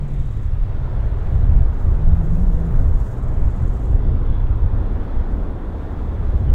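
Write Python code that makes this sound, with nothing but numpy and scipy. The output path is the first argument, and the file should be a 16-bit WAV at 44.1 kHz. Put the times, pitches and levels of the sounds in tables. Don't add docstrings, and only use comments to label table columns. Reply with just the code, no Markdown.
import sys
import numpy as np
from scipy import signal
from scipy.fft import rfft, irfft, next_fast_len
from scipy.io import wavfile
from scipy.ndimage import uniform_filter1d, map_coordinates

SR = 44100
rng = np.random.default_rng(int(sys.argv[2]) if len(sys.argv) > 2 else 0)


def output_pcm(signal):
    pcm = np.clip(np.atleast_2d(signal).T, -1, 1) * 32767
    wavfile.write(sys.argv[1], SR, np.round(pcm).astype(np.int16))


N = 288414


def amp(db):
    return 10 ** (np.asarray(db) / 20)


def unit(x):
    return x / np.sqrt(np.mean(x ** 2) + 1e-20)


def curves(rows):
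    times, *columns = np.transpose(rows)
    return [np.interp(np.arange(N) / SR, times, column) for column in columns]


def wobble(rate):
    knots = rng.standard_normal(int(N * rate / SR) + 4)
    return map_coordinates(knots, [np.arange(N) * rate / SR])


def swell(s, sigma):
    away = (np.arange(N) / SR - s) / sigma
    return np.exp(-np.minimum(away ** 2 / 2, 20))


def filtered(x, response):
    size = next_fast_len(N + SR // 2)
    return irfft(rfft(x, size) * response(np.fft.rfftfreq(size, 1 / SR)), size)[:N]


def coloured(x, spectrum):
    f, db = np.transpose(spectrum)
    return unit(filtered(x, lambda hz: amp(np.interp(np.log(hz + 1), np.log(f + 1), db))))


def noise(spectrum):
    return coloured(rng.standard_normal(N), spectrum)


def far_noise(spectrum, patchy_db):
    cells = signal.stft(rng.standard_normal(N), nperseg=1024)[2]
    fading = uniform_filter1d(rng.standard_normal(cells.shape), size=7, axis=0)
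    fading = uniform_filter1d(fading, size=11, axis=1)
    patchy = signal.istft(cells * amp(patchy_db * unit(fading)))[1][:N]
    return coloured(patchy, spectrum)


def steadied(x, span):
    power = uniform_filter1d(x ** 2, size=int(span * SR))
    return unit(x / np.sqrt(np.abs(power) + 1e-6))


def narrow_tone(hz, rough, flutter_rate):
    share = np.clip(rough, 0, 1)
    flutter = np.sqrt(share / 2) * (wobble(flutter_rate) + 1j * wobble(flutter_rate))
    carrier = np.exp(2j * np.pi * np.cumsum(hz * np.ones(N)) / SR)
    return unit(np.real((np.sqrt(1 - share) + flutter) * carrier))


# time in seconds, level in dB.
GRASS_LEVEL = [(0, -56), (.6, -56.5), (1.05, -55.5), (1.8, -58.5), (3.1, -60), (4.2, -57), (4.7, -59.5),
               (5.0, -56.5), (5.45, -59.5), (6.3, -56.5), (6.54, -56.5)]
# frequency in Hz, relative density in dB.
GRASS_SPECTRUM = [(500, 2.5), (2000, 8), (2900, 1.5), (3350, -1), (3750, 0.5), (4100, -4), (5000, -10),
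                  (6800, -18), (9500, -26), (15500, -27)]
def meadow():
    hiss_db, = curves(GRASS_LEVEL)
    hiss = amp(hiss_db + 0.29 * wobble(9)) * far_noise(GRASS_SPECTRUM, patchy_db=2.0)
    return hiss + amp(-73.0) * rng.standard_normal(N)


# start in seconds, level before the low-pass in dB.
CLICK_EVENTS = [(1.271, -44.5), (3.844, -51.5), (4.47, -46.3)]
# frequency in Hz, relative density in dB.
CLICK_SPECTRUM = [(700, -5), (1400, -4.5), (3400, 0), (5000, -14), (14000, -23)]
def clicks(decay_s, cutoff_hz):
    t = np.arange(N) / SR
    envelope = sum(amp(db) * (t >= s) * np.exp(-np.abs(t - s) / decay_s) for s, db in CLICK_EVENTS)
    return filtered(noise(CLICK_SPECTRUM) * envelope, lambda hz: 1 / (1 + (hz / cutoff_hz) ** 4))


# centre in seconds, pitch in Hz, level in dB,
# Gaussian width in seconds, noisy share from 0 to 1, flutter rate in Hz.
BIRD_PEEPS = [(4.343, 2260, -66, 0.04, 0.8, 150), (4.352, 3350, -62, 0.043, 0.95, 230.7),
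              (4.385, 3445, -63.5, 0.024, 0.7, 110), (4.466, 3300, -66.5, 0.025, 0.9, 240),
              (6.494, 3010, -57, 0.01, 0.02, 100)]
def bird():
    return sum(amp(db) * swell(s, sigma) * narrow_tone(hz, rough, flutter_rate)
               for s, hz, db, sigma, rough, flutter_rate in BIRD_PEEPS)


# start in seconds, end in seconds, level in dB.
RASP_RUNS = [(1.272, 1.417, -73.5), (1.699, 1.848, -77.5), (2.152, 2.97, -72.5)]
# frequency in Hz, relative density in dB.
RASP_SPECTRUM = [(6000, -26.5), (10000, -8.5), (12500, -0.5), (15500, -1)]
def insect_rasps(edge_s=.03, flutter_db=4.0):
    t = np.arange(N) / SR
    runs = sum(amp(db) * np.clip(np.minimum(t - start, end - t) / edge_s + .5, 0, 1)
               for start, end, db in RASP_RUNS)
    return runs * amp(flutter_db * wobble(40)) * noise(RASP_SPECTRUM)


# time in seconds, level in dB.
CHORUS_LEVEL = [(0, -72.5), (.3, -66.5), (.5, -72), (1.15, -74), (1.35, -70.5), (1.62, -78), (1.82, -67.5),
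                (2.05, -71.5), (2.3, -66), (2.9, -66.5), (3.08, -62.5), (3.4, -70.5), (3.82, -66.5),
                (4.05, -79.5), (4.7, -77), (5.0, -75.5), (5.5, -75), (6.0, -72.5), (6.54, -72.5)]
# frequency in Hz, relative density in dB.
CHORUS_SPECTRUM = [(2500, -35), (4800, -0.5), (6700, 6), (8300, 2), (10000, -4.5), (12500, -3.5),
                   (15500, -4)]
def grasshopper_chorus(stroke_hz=18, depth_db=1.0):
    level_db, = curves(CHORUS_LEVEL)
    cycles = np.cumsum(stroke_hz * (1 + 0.11 * wobble(4.1))) / SR
    pulse_db = depth_db * np.sin(2 * np.pi * cycles) + 1.8 * wobble(50)
    return amp(level_db + pulse_db) * noise(CHORUS_SPECTRUM)


# start in seconds, end in seconds, strokes per second,
# final level in dB, relative level of the catch in dB, timing scatter in seconds.
TICK_PHRASES = [(0.022, 0.448, 17.1, -67.5, 0.5, .0008), (0.832, 1.86, 17.6, -73, -6.5, .007),
                (2.186, 3.19, 17.2, -68.5, -4.5, .003), (3.227, 3.468, 17.8, -65.5, -1.5, .0008),
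                (3.505, 3.93, 17.15, -63, -2, 0.00073)]
# frequency in Hz, relative density in dB.
TICK_SPECTRUM = [(3000, -55), (5600, -18.5), (6600, -4.5), (7700, -3), (8700, -10.5), (10500, -19.5),
                 (15500, -28)]
def grasshopper(catch_s=0.0035, scrape_db=-1.5, scrape_s=0.039, crescendo_db_per_s=2):
    t = np.arange(N) / SR
    strokes = np.zeros(N)
    for start, end, rate, db, catch_db, scatter in TICK_PHRASES:
        for s in np.arange(start, end, 1 / rate):
            near = slice(max(int((s - .02) * SR), 0), int((s + .07) * SR))
            age = t[near] - s - scatter * rng.standard_normal()
            catch = amp(catch_db) * np.exp(-(age / catch_s) ** 2)
            attack = np.clip(age / catch_s + .5, 0, 1)
            scrape = amp(scrape_db) * attack * np.exp(-np.abs(age) / scrape_s)
            stroke_db = db - crescendo_db_per_s * (end - s) + rng.normal(0, .9)
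            strokes[near] += amp(stroke_db) * (catch + scrape)
    return strokes * noise(TICK_SPECTRUM)


# time in seconds, level in dB.
WHISTLE_LEVEL = [(0, -72), (.95, -67.5), (1.7, -72.5), (3.5, -73), (4.1, -69.5), (4.6, -70.5), (4.95, -67),
                 (5.3, -69), (5.8, -68.5), (6.35, -67), (6.54, -68.5)]
def turbine(centre_hz=3380, width_hz=400):
    level_db, = curves(WHISTLE_LEVEL)
    white = rng.standard_normal(N)
    band = filtered(white, lambda hz: 1 / (1 + ((hz - centre_hz) / width_hz * 2) ** 4) ** .5)
    return amp(level_db + .6 * wobble(8)) * unit(band)


# time in seconds, roar in dB, rush in dB.
EXHAUST_LEVELS = [(0.1, -40, -49.5), (0.49, -48.5, -50), (0.88, -42.5, -42.5), (1.3, -41, -42.5),
                  (2.1, -39, -43), (2.62, -37.3, -43), (2.85, -36.5, -41.5), (2.94, -40.5, -43),
                  (3.2, -38.5, -43), (3.75, -38, -43.5), (4.05, -36, -43.7), (4.25, -36, -43.5),
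                  (4.42, -40.5, -44), (4.68, -39, -42.5), (4.81, -35, -42), (4.95, -36, -42.5),
                  (5.16, -37.5, -41.5), (5.39, -34.5, -42), (5.66, -37.5, -42.3), (6.0, -36.5, -42),
                  (6.46, -36.5, -44)]
# frequency in Hz, relative density in dB.
ROAR_SPECTRUM = [(30, -19.5), (90, -1), (180, 4), (280, 0.5), (420, -4.5), (600, -12), (1000, -19.5),
                 (2500, -72)]
RUSH_SPECTRUM = [(150, -26.5), (400, 1.5), (620, 0), (1030, -4.5), (1400, -8), (1870, -16), (2400, -26),
                 (3000, -30), (4200, -35), (6000, -45.5), (12000, -64)]
def jet(roar_gain_db=3.5, rush_gain_db=1.5):
    roar_db, rush_db = curves(EXHAUST_LEVELS)
    roar = steadied(far_noise(ROAR_SPECTRUM, patchy_db=0.96), span=0.12)
    rush = steadied(far_noise(RUSH_SPECTRUM, patchy_db=1), span=.2)
    return amp(roar_db + roar_gain_db) * roar + amp(rush_db + rush_gain_db) * rush


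# time in seconds, speed in metres per second.
WIND_SPEED = [(0, 3.6), (.16, 3.4), (.38, 2.6), (.6, 2.73), (.81, 3.22), (1.02, 2.87), (1.3, 2.53),
              (1.55, 3.0), (1.75, 2.1), (2.0, 3.7), (2.17, 4.2), (2.25, 3.8), (2.42, 4.65), (2.56, 3.9),
              (2.67, 4.15), (2.8, 3.1), (2.98, 2.65), (3.2, 3.06), (3.45, 3.1), (3.68, 2.8), (4.0, 3.18),
              (4.4, 2.58), (4.8, 2.67), (5.25, 2.15), (5.75, 1.8), (6.3, 2.61), (6.54, 3.6)]
# centre in seconds, peak in dB, Gaussian width in seconds,
# flapping relative to the thump in dB.
GUST_THUMPS = [(0.195, -20.5, 0.024, -19), (0.621, -15, 0.016, -30), (0.8, -32, 0.061, -4),
               (1.356, -14, 0.07, -16), (1.56, -9.5, 0.099, -22), (1.9, -12, 0.064, -20.5),
               (2.078, -10, 0.035, -30), (2.494, -13, 0.069, -17.5), (2.788, -13.5, 0.058, -13),
               (2.917, -12, 0.079, -30), (3.444, -11.5, 0.05, -25), (3.662, -17, 0.062, -9),
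               (3.957, -10.5, 0.021, -25), (4.087, -16.5, 0.063, -17), (4.312, -12, 0.022, -24.5),
               (4.49, -15, 0.069, -20.5), (4.644, -10.5, 0.022, -22.5), (4.757, -13.5, 0.029, -22),
               (5.187, -15.5, 0.02, -28), (6.36, -16.5, 0.039, -24), (6.534, -11, 0.045, -8.5)]
# frequency in Hz, relative density in dB.
BUFFET_SPECTRUM = [(4, -23.5), (14, -1), (28, 3), (50, -2.5), (80, -6), (115, -14), (160, -26),
                   (250, -36.5), (500, -48.5), (2000, -119)]
FLAP_SPECTRUM = [(60, -8), (125, 6.5), (170, 1.5), (230, -12), (330, -21.5), (900, -62), (2500, -120)]
REFERENCE_M_PER_S = 3
BUFFET_DB, BUFFET_DB_PER_DOUBLING = -19.5, 5
HUM_HZ, HUM_DB, HUM_DB_PER_DOUBLING = 120.2, -29.5, 9
def wind(flutter_db=2.5, flutter_hz=12):
    speed = np.abs(curves(WIND_SPEED)[0]) / REFERENCE_M_PER_S
    doublings = np.log2(speed)
    flow = amp(BUFFET_DB + BUFFET_DB_PER_DOUBLING * doublings + flutter_db * wobble(flutter_hz))
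    gust_power = sum((amp(db) * swell(s, sigma)) ** 2 for s, db, sigma, _ in GUST_THUMPS)
    push = np.sqrt(flow ** 2 + gust_power)
    buffet = push * steadied(noise(BUFFET_SPECTRUM), span=0.073)
    flaps = sum(amp(db + flap_db) * swell(s, sigma) for s, db, sigma, flap_db in GUST_THUMPS)
    flapping = flaps * noise(FLAP_SPECTRUM)
    calm = np.sqrt(flow / push)
    eddies = steadied(narrow_tone(HUM_HZ * speed, rough=.45, flutter_rate=44), span=.09)
    hum = calm * amp(HUM_DB + HUM_DB_PER_DOUBLING * doublings) * eddies
    return buffet + flapping + hum


def scene():
    pressure = jet() + turbine() + wind()
    pressure += grasshopper() + grasshopper_chorus() + insect_rasps()
    pressure += bird() + clicks(decay_s=0.0024, cutoff_hz=4400) + meadow()
    return pressure[None]


BAND_LIMIT_HZ = 15760
def record(dry):
    return filtered(dry[0], lambda hz: hz < BAND_LIMIT_HZ)[None]


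dry = scene()
out = record(dry)
output_pcm(out)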